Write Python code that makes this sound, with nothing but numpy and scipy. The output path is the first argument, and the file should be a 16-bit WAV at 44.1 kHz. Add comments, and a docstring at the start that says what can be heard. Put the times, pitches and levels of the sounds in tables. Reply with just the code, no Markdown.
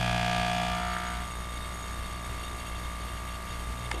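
"""An outdoor heat pump runs close by: its compressor hums and whines under the rush of its fan.
At first it labours: each stroke makes the casing drone and a loose panel rattle, until it settles
after about a second. A valve taps once per turn, and gas hisses through the pipes with every stroke.
Near the end something small and hard clicks and bounces once, and a soft rustle follows."""
import sys
import numpy as np
from scipy import signal
from scipy.fft import rfft, irfft
from scipy.io import wavfile

SR = 44100
rng = np.random.default_rng(int(sys.argv[2]) if len(sys.argv) > 2 else 0)


def inscribe(sig):
    """Save sig as 16-bit PCM at rate SR to the path in sys.argv[1].

    A 1-D sig is mono; a 2-D sig holds one channel per row.
    Samples are clipped to [-1, 1] before scaling.
    """
    pcm = np.round(np.clip(np.atleast_2d(sig).T, -1, 1) * 32767)
    wavfile.write(sys.argv[1], SR, pcm.astype(np.int16))


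N = 176400

# Compressor speed. Each row: time in seconds, turns per second.
SPEED = [(0, 59.6), (1.2, 59.6), (1.35, 59.52), (4, 59.52)]
STROKE_AT_TURNS = .57


def amp(db):
    """Decibels to gain."""
    return 10 ** (np.asarray(db) / 20)


def unit(x):
    """Scale to rms 1."""
    return x / np.sqrt(np.mean(x ** 2) + 1e-20)


def curve(points):
    """Per-sample control curve from (seconds, value) rows."""
    return np.interp(np.arange(N) / SR, *np.transpose(points))


def colour(points, hz):
    """Gain at hz of a spectrum given as (Hz, dB) rows."""
    points_hz, db = np.transpose(points)
    return amp(np.interp(np.log(hz + 1), np.log(points_hz + 1), db))


def tint(x, points):
    """Filter x by a spectrum; rms 1."""
    hz = np.fft.rfftfreq(len(x), 1 / SR)
    return unit(irfft(rfft(x) * colour(points, hz), len(x)))


def drift(rate_hz):
    """Slow random fluctuation; rms 1."""
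    hz = np.fft.rfftfreq(N, 1 / SR)
    return unit(irfft(rfft(rng.standard_normal(N)) * np.exp(-(hz / rate_hz) ** 2), N))


def resonate(x, centre_hz, width_hz):
    """Pass x through a steep resonance; rms 1."""
    hz = np.fft.rfftfreq(N, 1 / SR)
    return unit(irfft(rfft(x) / (1 + 1j * (hz - centre_hz) / width_hz) ** 2, N))


def strokes(turns, response, overtones, ring_turns, sweep_s_per_hz=0):
    """One blow per turn: the decaying response sets the overtones' phases, the table their levels."""
    size = len(response)
    place, order = np.arange(size) / size, np.arange(size // 2 + 1)
    hz = order * SPEED[0][1]
    phase = np.angle(rfft(response * np.exp(-place / ring_turns)))
    phase -= np.pi * sweep_s_per_hz * hz ** 2  # higher overtones arrive later
    in_band = (order > 1) & (hz < overtones[-1][0])
    spectrum = colour(overtones, hz) * np.exp(1j * phase) * in_band
    return np.interp(turns % 1, place, irfft(spectrum) * size / np.sqrt(2))


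def hum(turns):
    """The compressor hums at its turning rate; the octave swells and fades."""
    # Octave level. Each row: time in seconds, level in dB.
    octave_db = [(0, -33.5), (.3, -38.5), (.62, -43), (.85, -53), (2.1, -56), (2.25, -46.5), (2.6, -59.5),
                 (3.5, -58), (3.85, -40.5), (4, -55)]
    fundamental = amp(-39.5 - .2 * drift(27)) * np.cos(2 * np.pi * (turns - .27))
    octave = amp(curve(octave_db)) * np.sin(2 * np.pi * 2 * turns)
    return np.sqrt(2) * (fundamental + octave)


def whine(turns, at_turns=.2009, smear_rad=1.05, waver_hz=13):
    """Three neighbouring overtones, smeared over the turn by their lags, waver most under load."""
    # Whine overtones. Each row: nominal frequency in Hz, base level in dB.
    overtones = [(1131, -50), (1191, -48), (1250, -55)]
    # Whine envelope. Each row: time in seconds, gain in dB.
    gain_db = [(.22, -4), (.5, 4), (.68, 2.5), (.75, 9.5), (.81, -3), (.88, 4.5), (1.02, 2), (1.2, 0.5)]
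    # Waver in strength and phase. Each row: time in seconds, depth as a fraction.
    waver_depth = [(0, .55), (1.4, .1)]
    out = 0
    for hz, db in overtones:
        order = round(hz / SPEED[0][1])
        phase = 2 * np.pi * order * (turns - at_turns) + smear_rad * (order - 20) ** 2
        waver = (drift(waver_hz) + 1j * drift(waver_hz)) / np.sqrt(2)
        out += amp(db) * np.real((1 + curve(waver_depth) * waver) * np.exp(1j * phase))
    return np.sqrt(2) * out * amp(curve(gain_db))


def casing(turns, drone_at_turns=.82):
    """Each stroke shakes the casing; drone and boom die as the load eases, a steady tone stays."""
    # Spectra of the steady tone, the drone and the boom (the one overtone that the casing's main
    # resonance singles out). Each row: frequency in Hz, base level per overtone in dB.
    steady_overtones = [(120, -91), (179, -52.5), (238, -81), (300, -65.5), (536, -67), (596, -59.5),
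                        (655, -56.5), (715, -60), (800, -65), (893, -56.5), (1012, -60), (1100, -64),
                        (1300, -68.5), (1600, -67.5), (1667, -57.5), (1730, -72), (2100, -59.5),
                        (2300, -67), (3400, -72), (5000, -77), (12000, -82)]
    drone_overtones = [(120, -79), (179, -37.5), (238, -55.5), (298, -64), (357, -58.5), (417, -59),
                       (476, -71), (536, -61.5), (596, -48.5), (655, -40.5), (715, -67), (775, -43.5),
                       (834, -47.5), (953, -48.5), (1012, -86), (1072, -51), (1300, -60)]
    boom_overtones = [(655, -60), (715, 0), (775, -60)]
    # Drone and boom envelopes. Each row: time in seconds, gain in dB.
    drone_db = [(0, 0.5), (.4, 0.5), (.62, 0), (.8, -4), (1, -11), (1.22, -13.5), (1.29, -42)]
    boom_db = [(0, -40.5), (.3, -34), (.58, -35), (.72, -39.5), (.86, -38.5), (.95, -44.5), (1.24, -48.5),
               (1.32, -85)]
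    response = rng.standard_normal(8192)
    jitter_turns = .00021 * drift(34)
    steady = strokes(turns - STROKE_AT_TURNS + jitter_turns, response, steady_overtones, ring_turns=.73)
    steady *= amp(.26 * drift(25))
    drone = strokes(turns - drone_at_turns, response, drone_overtones, ring_turns=.45)
    drone *= amp(curve(drone_db) + .5 * drift(25))
    boom = strokes(turns - drone_at_turns, response, boom_overtones, ring_turns=.45)
    boom *= amp(curve(boom_db) + .5 * drift(12))
    return steady + drone + boom


def valve(turns, knock_s=.968, knock_width_s=.008):
    """The valve taps once per turn, later once the load is off; one tap lands harder."""
    # Tap spectrum. Each row: frequency in Hz, base level per overtone in dB.
    overtones = [(900, -66), (1130, -63.5), (1280, -52.5), (1400, -54), (1500, -55), (1800, -55.5),
                 (2300, -78), (3500, -86)]
    # Tap envelope. 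Each row: time in seconds, gain in dB.
    gain_db = [(0, -16), (.65, -7), (.85, 2.5), (1.04, 0), (1.14, -5), (1.28, -7), (4, -13)]
    # Tap timing. Each row: time in seconds, place in the cycle in turns.
    at_turns = [(1.1, .57), (1.4, .66)]
    knock_db = 9.5 * np.exp(-((np.arange(N) / SR - knock_s) / knock_width_s) ** 2)
    impulse = signal.unit_impulse(8192)
    taps = strokes(turns - curve(at_turns), impulse, overtones, ring_turns=1, sweep_s_per_hz=6e-7)
    return taps * amp(curve(gain_db) + knock_db + .9 * drift(40))


def buzz(turns, overtones, ring_turns, attack_turns=.12, shift_hz=2.5, size=8192):
    """A loose panel buzzes once per turn; its contact points slowly shift, so each overtone wanders."""
    rise = np.minimum(np.arange(size) / size / attack_turns, 1)
    contacts = [rise * rng.standard_normal(size) for _ in range(3)]
    main, second, third = (strokes(turns, contact, overtones, ring_turns) for contact in contacts)
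    mix2, mix3 = .3 * drift(shift_hz), .3 * drift(shift_hz)
    return (main + mix2 * second + mix3 * third) / np.sqrt(1 + mix2 ** 2 + mix3 ** 2)


def panel(turns, scrape_decay_turns=.65):
    """Under load the panel rattles and rings; it softens to a midrange rasp, then comes to rest."""
    # Rattle and rasp spectra. Each row: frequency in Hz, base level per overtone in dB.
    rattle_overtones = [(1000, -60), (1490, -51.5), (1610, -46.5), (1669, -41.5), (1730, -54), (1900, -52),
                        (2200, -53), (2385, -48), (2504, -48.5), (2650, -54), (2900, -49.5), (3100, -55),
                        (3220, -49.5), (3340, -65), (3460, -49), (3600, -62.5), (4400, -58.5),
                        (5300, -64.5), (7000, -67), (10000, -83)]
    rasp_overtones = [(1100, -64), (1310, -50), (1700, -59), (2250, -61), (2500, -68), (4200, -73)]
    # Their envelopes. Each row: time in seconds, gain in dB.
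    rattle_db = [(0, 0), (.35, 0.5), (.72, -2), (.82, -7), (1.08, -10.5), (1.3, -23), (4, -56)]
    rasp_db = [(.6, -16), (.8, 3), (1.21, -1), (1.3, -29)]
    # Noise in the rattle. Each row: frequency in Hz, relative density in dB.
    fuzz_spectrum = [(200, -4.5), (1000, 3.5), (1400, 1), (2400, 2.5), (3400, 0.5), (5500, -5.5),
                     (7500, -12), (12000, -35)]
    stroke_turns = turns - STROKE_AT_TURNS
    scrape = rng.standard_normal(N) * np.exp(-(stroke_turns % 1) / scrape_decay_turns)
    ring = amp(-50) * resonate(scrape, centre_hz=3353, width_hz=22)
    fuzz = amp(-45) * tint(scrape, fuzz_spectrum)
    rattle = buzz(stroke_turns, rattle_overtones, ring_turns=.28) + fuzz + ring
    rasp = buzz(stroke_turns, rasp_overtones, ring_turns=1.2)
    return rattle * amp(curve(rattle_db)) + rasp * amp(curve(rasp_db))


def gas(turns, pulse_depth=.31, peak_at_turns=.96):
    """Uneven spurts of gas, one per stroke, hiss, ring the pipes and whistle in the valve."""
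    # Hiss spectrum. Each row: frequency in Hz, relative density in dB.
    hiss_spectrum = [(20, -50), (1500, -22), (2200, -13), (3100, -10), (4100, -0.5), (5500, -23),
                     (7600, -6), (8800, 5.5), (10500, -4.5), (13000, 0)]
    # Pipe resonances and valve whistles. Each row: centre in Hz, width in Hz, base level in dB.
    pipes = [(2174, 82, -56), (2768, 86, -56.5), (3186, 85, -59), (3430, 51, -61.5), (4496, 61, -60),
             (5610, 26, -70)]
    whistles = [(3676, 36, -57), (6690, 37, -60.5), (8095, 120, -64), (8890, 97, -62.5)]
    # Whistle envelope. Each row: time in seconds, gain in dB.
    whistle_db = [(0, -2), (.55, 4), (1.2, 2.5), (1.33, 7), (1.48, 1), (1.85, 5.5), (1.97, 2), (3.4, -2),
                  (4, 1.5)]
    pulse = 1 + pulse_depth * np.cos(2 * np.pi * (turns - peak_at_turns))
    flow = pulse * amp(1.1 * drift(33))
    out = amp(-52) * tint(flow * rng.standard_normal(N), hiss_spectrum)
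    spurts = flow ** 1.48 * amp(3.5 * np.tanh(drift(23)))
    for hz, width_hz, db in pipes:
        out += amp(db) * resonate(spurts * rng.standard_normal(N), hz, width_hz)
    for hz, width_hz, db in whistles:
        level_db = db + curve(whistle_db) + 4 * np.tanh(drift(35))
        out += amp(level_db) * unit(flow * resonate(rng.standard_normal(N), hz, width_hz))
    return out


def fan(level_db=-42, swell_db=1):
    """Air rushes through the blades and the grille."""
    # Air noise. Each row: frequency in Hz, relative density in dB.
    spectrum = [(10, -10), (30, 3), (42, -9.5), (57, 5), (72, -9), (92, 0), (140, -9.5), (250, -11.5),
                (500, -19), (900, -20), (1200, -18), (1500, -21.5), (2000, -20.5), (3000, -31),
                (4200, -29.5), (8000, -32.5), (13000, -35)]
    return tint(rng.standard_normal(N), spectrum) * amp(level_db + swell_db * drift(12))


def click(strike_s=3.9139, bounce_delay_s=.00233):
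    """Something small and hard strikes and bounces once, ringing briefly each time."""
    # Ringing modes. Each row: frequency in Hz, relative level in dB, T60 in seconds.
    modes = [(880, -3.5, 0.013), (1490, -0.5, 0.0062), (1750, -1.5, 0.012), (2130, 1.5, 0.0074),
             (3020, -5, 0.0058), (3500, -7, 0.0053), (4830, -6.5, 0.0045), (5550, -9, .004),
             (7240, -15, 0.0093), (9700, -11, .003)]
    out = 0
    for start_s, hit_db in [(strike_s, -21.5), (strike_s + bounce_delay_s, -20.5)]:
        age_s = np.clip(np.arange(N) / SR - start_s, 0, 1)
        for k, (hz, db, t60_s) in enumerate(modes):
            decay = np.exp(-np.log(1000) * age_s / t60_s)
            out += (-1) ** k * amp(hit_db + db) * decay * np.sin(2 * np.pi * hz * age_s)
    return out


def rustle():
    """A soft swell of noise follows the click."""
    # Rustle spectrum. Each row: frequency in Hz, relative density in dB.
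    spectrum = [(100, -11), (350, 8), (900, -2), (2000, -16), (3700, -7), (4500, -40), (12000, -40)]
    # Rustle envelope. Each row: time in seconds, level in dB.
    level_db = [(3.9, -90), (3.925, -45), (3.96, -39), (4, -46)]
    return tint(rng.standard_normal(N), spectrum) * amp(curve(level_db))


def scene():
    """Mono sum; the compressor's turn count times all its sounds."""
    turns = np.cumsum(curve(SPEED)) / SR
    compressor = hum(turns) + whine(turns) + casing(turns) + valve(turns)
    return (compressor + panel(turns) + gas(turns) + fan() + click() + rustle())[None]


def record(dry, cutoff_hz=12790):
    """Steep low-pass."""
    lowpass = signal.firwin(1023, cutoff_hz, window=("kaiser", 9), fs=SR)
    return signal.oaconvolve(dry, lowpass[None], "same")


dry = scene()
out = record(dry)
inscribe(out)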